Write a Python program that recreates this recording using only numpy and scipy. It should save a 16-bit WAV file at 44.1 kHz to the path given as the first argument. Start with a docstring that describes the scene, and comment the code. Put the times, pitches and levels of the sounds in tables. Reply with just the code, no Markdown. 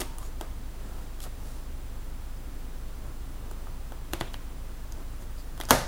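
"""A small room, an open laptop: a memory module is fumbled into its slot. Enveloped noise scrapes, and narrow
noise bands give hoarse drag tones and a rattly wash after the second knock; struck modes tick against the
socket and seat with two knocks. Pressed flat, the module makes the latches creak in small slips, then two steel
latches snap over it. The shell rings and the room answers as fading noise. Low rumble, mains hum, microphone
hiss and a faint high whine lie beneath, all nearly mono."""
import sys
import numpy as np
from scipy import signal
from scipy.fft import rfft, irfft, next_fast_len
from scipy.io import wavfile
from scipy.ndimage import uniform_filter1d, map_coordinates

SR = 44100
rng = np.random.default_rng(int(sys.argv[2]) if len(sys.argv) > 2 else 0)


def unload_audio(sound):
    """Save the sound as a 16-bit wav file, at the path given as the first command line argument."""
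    columns = np.transpose(np.atleast_2d(sound))
    # keep every value between -1 and 1, then stretch to whole-number steps
    steps = np.round(np.clip(columns, -1, 1) * 32767)
    wavfile.write(sys.argv[1], SR, steps.astype(np.int16))


N = 258867

# Steady rumble and air, relative density: f/Hz, level/dB per Hz
RUMBLE_SPECTRUM = [(5, -0.5), (14, 8.5), (35, -1), (45, -16), (56, 7.5), (68, 5), (82, -5.5), (120, -4),
                   (170, -8.5), (260, -35)]
AIR_SPECTRUM = [(100, -44), (180, -0.5), (250, 2.5), (390, -3.5), (700, -7), (1300, -10), (2200, -16.5),
                (3400, -18.5), (5500, -23), (7500, -23.5), (11000, -25.5), (14000, -40), (16000, -20.5)]
# Hum lines: f/Hz, rms level/dB
HUM_LINES = [(23.3, -37), (50, -43), (55.3, -58), (100, -55.5), (150, -68.5), (257, -66)]

# Fingers and board edge sliding: t/s, length/s, dull drag level/dB, bright scratch level/dB
RUBS = [(0, 0.013, -36.5, -33), (0, 0.045, -41, -48), (.17, 0.14, -55, -56), (.403, 0.054, -45, -59),
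        (0.715, 0.43, -52, -61), (1.21, .048, -55, -44), (1.238, 0.046, -45.5, -57.5),
        (1.344, .31, -54.5, -57), (3.016, .11, -51, -64), (3.267, 0.45, -54.5, -72),
        (4.94, 0.12, -50.5, -68), (5.197, 0.054, -52, -57.5), (5.352, .085, -66, -59)]
# Friction colours, relative density: f/Hz, level/dB per Hz
DRAG_SPECTRUM = [(80, -3), (250, 11), (700, 4), (1300, 0), (2200, -13), (5000, -75)]
SCRATCH_SPECTRUM = [(600, -3), (2000, -5.5), (3500, 2.5), (7000, 4), (12000, 2), (16000, -5.5)]

# Module edge landing on the socket: t/s, chassis knock level/dB, tick level/dB, brightness/dB per octave
CONTACTS = [(0.0126, -49, -38.5, -2.5), (0.0166, -32, -36.5, -1), (0.1836, -48, -47.5, 7),
            (0.2277, -47, -57, 0), (0.4107, -32, -42, -0.5), (1.2033, -59, -47, 0), (1.2394, -47, -45.5, 1),
            (3.512, -42.5, -53.5, 5), (3.6698, -44, -68, 0), (3.921, -40, -55, 0), (4.134, -27, -32, -1.5),
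            (4.2103, -25.5, -36, -5.5), (4.3418, -40.5, -44, -6), (5.577, -49, -52, 1),
            (5.601, -33, -41.5, 0), (5.6115, -39, -37, -3), (5.6355, -42, -49, 1)]
# Narrow noise bands: hoarse tones of the dragging board, and a rattly wash after the second knock: t/s,
# length/s, centre f/Hz, width/Hz, level/dB
HOARSE_BANDS = [(.03, 0.18, 930, 150, -56.5), (.17, 0.072, 1040, 200, -51.5), (0.222, 0.074, 6800, 700, -61),
                (4.212, 0.11, 3480, 1300, -57), (5.37, .05, 4700, 800, -59.5)]
# Board edge flicking a latch spring: t/s, level/dB
FLICKS = [(4.9221, -44.5), (5.6525, -43.5)]
# Parts of a flick, relative to its level: chassis level/dB, board level/dB, spring level/dB, crack level/dB
FLICK_MIX = (-4, -17, 1, -7)
# Parts of the first latch slip: chassis level/dB, board level/dB, spring level/dB, crack level/dB
FIRST_SLIP_LEVELS = (-39, -46.5, -43, -43)
# Latches springing shut: t/s, chassis level/dB, board level/dB, spring level/dB, crack level/dB,
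# hardness/dB per octave
LATCHES = [(5.707, -10.5, -20.5, -16.5, -18, 7.5), (5.7108, -32, -21.5, -33, -22.5, 0)]

# Ringing modes of chassis, circuit board, steel springs and laptop shell: f/Hz, relative level/dB, t60/s
CHASSIS_MODES = [(118, -17.5, 0.15), (337, -6, 0.052), (500, -3, 0.014), (780, 6.5, 0.007),
                 (1050, 2, 0.0069), (1227, -4.5, 0.018), (1540, -10.5, 0.013)]
BOARD_MODES = [(1700, -6.5, 0.01), (2005, -5.5, 0.012), (2850, -2.5, 0.0085), (3255, 3.5, 0.0065),
               (4000, 2, 0.0027)]
SPRING_MODES = [(4570, -4.5, 0.0042), (5030, 0, 0.0063), (5770, 3, 0.003), (6720, 6, 0.0032),
                (7900, -5, 0.0026)]
SHELL_MODES = [(255, 6.5, 0.17), (537, -2, .35), (592, 1.5, 0.22), (800, -4, 0.3), (883, -6, 0.57),
               (923, -4.5, 0.41), (1058, -11, 0.43), (1225, -0.5, 0.29), (1394, -2, 0.21), (1470, 4, .1),
               (1766, -10, 0.3)]
# Dense ring of laptop and room after the snap, relative density: f/Hz, level/dB per Hz
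CLATTER_SPECTRUM = [(50, -7), (120, 4.5), (200, 2.5), (270, -11), (380, -5.5), (550, 4.5), (900, -3),
                    (1400, -5), (2000, -9), (2600, -15.5), (4000, -14), (6200, -15), (8000, -19),
                    (12000, -16), (15500, -30)]

# Decay of the room: f/Hz, t60/s
ROOM_DECAY = [(100, 0.46), (500, 0.34), (1500, 0.43), (4000, 0.46), (7000, 0.45), (14000, 0.26)]
# Relative reflection from the walls: f/Hz, level/dB
WALL_COLOUR = [(50, 6), (130, 12), (330, 16.5), (900, 14), (1500, 9.5), (3300, 11), (6000, 7), (12000, 3.5),
               (15500, 0)]
# Pitches that stand for low chassis, high chassis, board, spring and crack: f/Hz
PART_HZ = [350, 1300, 2500, 6000, 10000]

STRIKE_SPREAD_DB = 1.2  # standard deviation of each mode's strength
CONTACT_S = .004  # opening stretch over which a part's level is set
# Brightness tilts a tick about TICK_HZ; the springs then sit below that tilt
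TICK_HZ, SPRING_DB = 5160, -4.5
# A knock at FIRM_DB is neutral; each dB lighter tilts it up by this many dB per octave
FIRM_DB, HARDER_PER_DB = -30.5, .3
# Skid before a landing: length, level relative to its tick, and dB added per dB/octave of dullness
SKID_S, SKID_DB, SKID_PER_DULLNESS = .01, -21.5, 2.6
# Latch slips before the snap: start, spacing, and growth per slip
SLIP_START_S, SLIP_GAP_S, SLIP_GROWS_DB = 5.6875, .0047, 1
# Whine centre, standard deviation of its drift targets, and drift targets per second
WHINE_HZ, WANDER_HZ, WANDERS_PER_S = 15320, 70, 3
TOP_HZ = 15900  # upper band limit


def amp(db):
    """Turn decibels into gain."""
    return 10 ** (np.asarray(db) / 20)


def unit(x):
    """Scale a signal to rms 1."""
    return x / np.sqrt(np.mean(x ** 2) + 1e-20)


def along(points, hz):
    """Interpolate (Hz, value) points along a log frequency axis."""
    f, value = np.transpose(points)
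    return np.interp(np.log(hz + 1), np.log(f + 1), value)


def filtered(x, response):
    """Shape a signal's spectrum with a gain response, zero-padded by at least half a second."""
    size = next_fast_len(N + SR // 2)
    spectrum = rfft(x, size) * response(np.fft.rfftfreq(size, 1 / SR))
    return irfft(spectrum, size)[..., :N]


def noise(spectrum):
    """Make coloured noise of rms 1."""
    return unit(filtered(rng.standard_normal(N), lambda hz: amp(along(spectrum, hz))))


def add(track, s, sound):
    """Mix a sound into a track at time s, trimmed at the track's end."""
    part = track[max(round(s * SR), 0):][:len(sound)]
    part += sound[:len(part)]


def swell(t, s, length):
    """One half-sine stroke: silent, swelling, fading, silent."""
    return np.sin(np.pi * np.clip((t - s) / length, 0, 1))


def tail(colour_db, near):
    """Diffuse coloured reverberation: near surfaces boost its start, then each frequency dies at its own speed."""
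    hz, t, grid = signal.stft(rng.standard_normal(SR // 2), SR, nperseg=512)
    decay_db = -60 * t / along(ROOM_DECAY, hz)[:, None]
    fade = amp(colour_db(hz)[:, None] + decay_db)
    wash = signal.istft(grid * fade, SR, nperseg=512)[1]
    age = np.arange(len(wash)) / SR
    onset = 1 - np.exp(-age / 0.0021)
    return wash * onset * (1 + near * np.exp(-age / 0.011))


def ring(modes, t, tilt_db=0):
    """Damped modes of alternating sign, struck at slightly new strengths; tilt_db per octave hardens the blow."""
    hz, db, t60 = np.transpose(modes)[:, :, None]
    spread = STRIKE_SPREAD_DB * rng.standard_normal(db.shape)
    strength = db + tilt_db * np.log2(hz / hz[0]) + spread
    sign = (-1) ** np.arange(len(hz))[:, None]
    return np.sum(sign * amp(strength - 60 * t / t60) * np.sin(2 * np.pi * hz * t), axis=0)


def click(levels, hardness_db, chatter, chatter_t60, crack_t60):
    """A push rocks the chassis; impulse and brief chatter excite board and springs, with a noisy crack on top."""
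    t = np.arange(SR // 8) / SR

    def burst(t60):
        return rng.standard_normal(len(t)) * amp(-60 * t / t60) * (1 - np.exp(-t / 0.00041))

    force = chatter * burst(chatter_t60)
    force[0] = 1
    knock = ring(CHASSIS_MODES, t, tilt_db=hardness_db)
    board = signal.fftconvolve(force, ring(BOARD_MODES, t))[:len(t)]
    spring = signal.fftconvolve(force, ring(SPRING_MODES, t))[:len(t)]
    treble = signal.butter(2, [7800, 13500], "band", fs=SR, output="sos")
    crack = signal.sosfilt(treble, burst(crack_t60))
    mix = np.zeros(len(t))
    for db, part in zip(levels, (knock, board, spring, crack)):
        opening = np.std(part[:round(CONTACT_S * SR)])
        mix += amp(db) * part / opening
    return mix


def touch(s, levels, hardness_db):
    """A track with one touch on it; the room answers in the touch's own colour."""
    track = np.zeros(N)
    knock, board, spring, crack = levels
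    add(track, s, click(levels, hardness_db, chatter=0.28, chatter_t60=0.0069, crack_t60=0.013))
    # hardness thins the low end of the knock and lifts its top
    part_levels = (knock - hardness_db, knock + hardness_db, board, spring, crack)
    colour = list(zip(PART_HZ, part_levels))
    add(track, s, amp(-17) * tail(lambda hz: along(colour, hz) + along(WALL_COLOUR, hz), near=1.0))
    return track


def background():
    """Throbbing low rumble and airy hiss from coloured noise, with mains hum from steady sines."""
    t = np.arange(N) / SR
    hum = np.zeros(N)
    for hz, db in HUM_LINES:
        hum += amp(db) * np.sqrt(2) * np.sin(2 * np.pi * (hz * t + rng.random()))
    return hum + amp(-44) * noise(RUMBLE_SPECTRUM) + amp(-50.5) * noise(AIR_SPECTRUM)


def whine(jitter_hz, db):
    """A faint electronic sine whose pitch drifts slowly and jitters quickly (jitter_hz rms)."""
    place = np.arange(N) / SR * WANDERS_PER_S
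    drift = WANDER_HZ * map_coordinates(rng.standard_normal(size=64), [place], mode="mirror")
    jitter = jitter_hz * unit(uniform_filter1d(rng.standard_normal(N), size=60))
    phase = 2 * np.pi * np.cumsum(WHINE_HZ + drift + jitter) / SR
    return amp(db) * unit(np.sin(phase))


def side_hiss():
    """A trace of coloured noise that sets the two microphones apart."""
    # f/Hz, relative level/dB per Hz
    spectrum = [(40, -1), (150, 8.0), (700, 2.0), (3000, -11), (8000, 7.0), (15000, 5)]
    return amp(-65.0) * noise(spectrum)


def fingers():
    """Friction noise swells and fades, roughened by tiny uneven slips; a glancing edge skids before it lands."""
    t = np.arange(N) / SR
    drag, scratch = np.zeros(N), np.zeros(N)
    for s, length, drag_db, scratch_db in RUBS:
        stroke = swell(t, s, length)
        drag += amp(drag_db) * stroke
        scratch += amp(scratch_db) * stroke
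    for s, _, tick, brightness in CONTACTS:
        skid_db = tick + SKID_DB - SKID_PER_DULLNESS * brightness
        scratch += amp(skid_db) * swell(t, s - SKID_S, SKID_S)
    unevenness = unit(uniform_filter1d(rng.standard_normal(N), size=90))
    slips = unit(amp(2.5 * unevenness))
    rubbing = slips * (drag * noise(DRAG_SPECTRUM) + scratch * noise(SCRATCH_SPECTRUM))
    room = tail(np.zeros_like, near=0.6)
    reply = signal.fftconvolve(rubbing, room / np.linalg.norm(room))[:N]
    return rubbing + amp(-9) * reply


def module():
    """The edge ticks and knocks in the socket; light knocks sound higher, bright ticks favour crack over board."""
    track = np.zeros(N)
    octaves = np.log2(np.array(PART_HZ[2:]) / TICK_HZ)
    for s, knock, tick, brightness in CONTACTS:
        board, spring, crack = tick + brightness * octaves
        hardness_db = HARDER_PER_DB * (FIRM_DB - knock)
        track += touch(s, (knock, board, spring + SPRING_DB, crack), hardness_db)
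    return track


def hoarse_bands():
    """Narrow bands of noise swell and fade: hoarse tones as the board drags, and a rattly wash after the second
    knock."""
    t, track = np.arange(N) / SR, np.zeros(N)
    for s, length, centre_hz, width_hz, db in HOARSE_BANDS:
        stroke = np.sqrt(np.abs(swell(t, s, length)))

        def resonance(hz):
            return 1 / (1 + (2 * (hz - centre_hz) / width_hz) ** 2)

        tone = filtered(rng.standard_normal(N), resonance)
        track += amp(db) * stroke * unit(tone)
    return track


def flicks():
    """A brushed latch spring gives a thin steel tick."""
    return sum(touch(s, db + np.array(FLICK_MIX), hardness_db=-7) for s, db in FLICKS)


def creak(count):
    """The latches stick and slip over the board's edge in a quick, growing run as they are forced apart."""
    track = np.zeros(N)
    for k in range(count):
        levels = np.array(FIRST_SLIP_LEVELS) + k * SLIP_GROWS_DB
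        track += touch(SLIP_START_S + k * SLIP_GAP_S, levels, hardness_db=6)
    return track


def latches():
    """Both latches snap over the board; shell modes and a dense clatter ring on from the first snap."""
    track, t = np.zeros(N), np.arange(SR // 2) / SR
    for s, *levels, hardness in LATCHES:
        add(track, s, click(levels, hardness, chatter=0.82, chatter_t60=0.0052, crack_t60=.009))
    snap_s = LATCHES[0][0]
    add(track, snap_s, amp(-27.5) * ring(SHELL_MODES, t))
    add(track, snap_s, amp(-6.5) * tail(lambda hz: along(CLATTER_SPECTRUM, hz), near=0.19))
    return track


def scene():
    """Everything reaches both microphones alike; only a trace of hiss differs."""
    handling = module() + flicks() + fingers() + hoarse_bands()
    mid = handling + creak(count=4) + latches() + background() + whine(jitter_hz=129, db=-66.5)
    side = side_hiss()
    return np.array([mid + side, mid - side])


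def record(dry):
    """The input saturates on loud peaks such as the snap, then a steep low-pass cuts above the band limit."""
    clipped = dry / (1 + np.abs(dry) ** 8) ** (1 / 8)
    return filtered(clipped, lambda hz: 1 / np.sqrt(1 + (hz / TOP_HZ) ** 160))


dry = scene()
out = record(dry)
unload_audio(out)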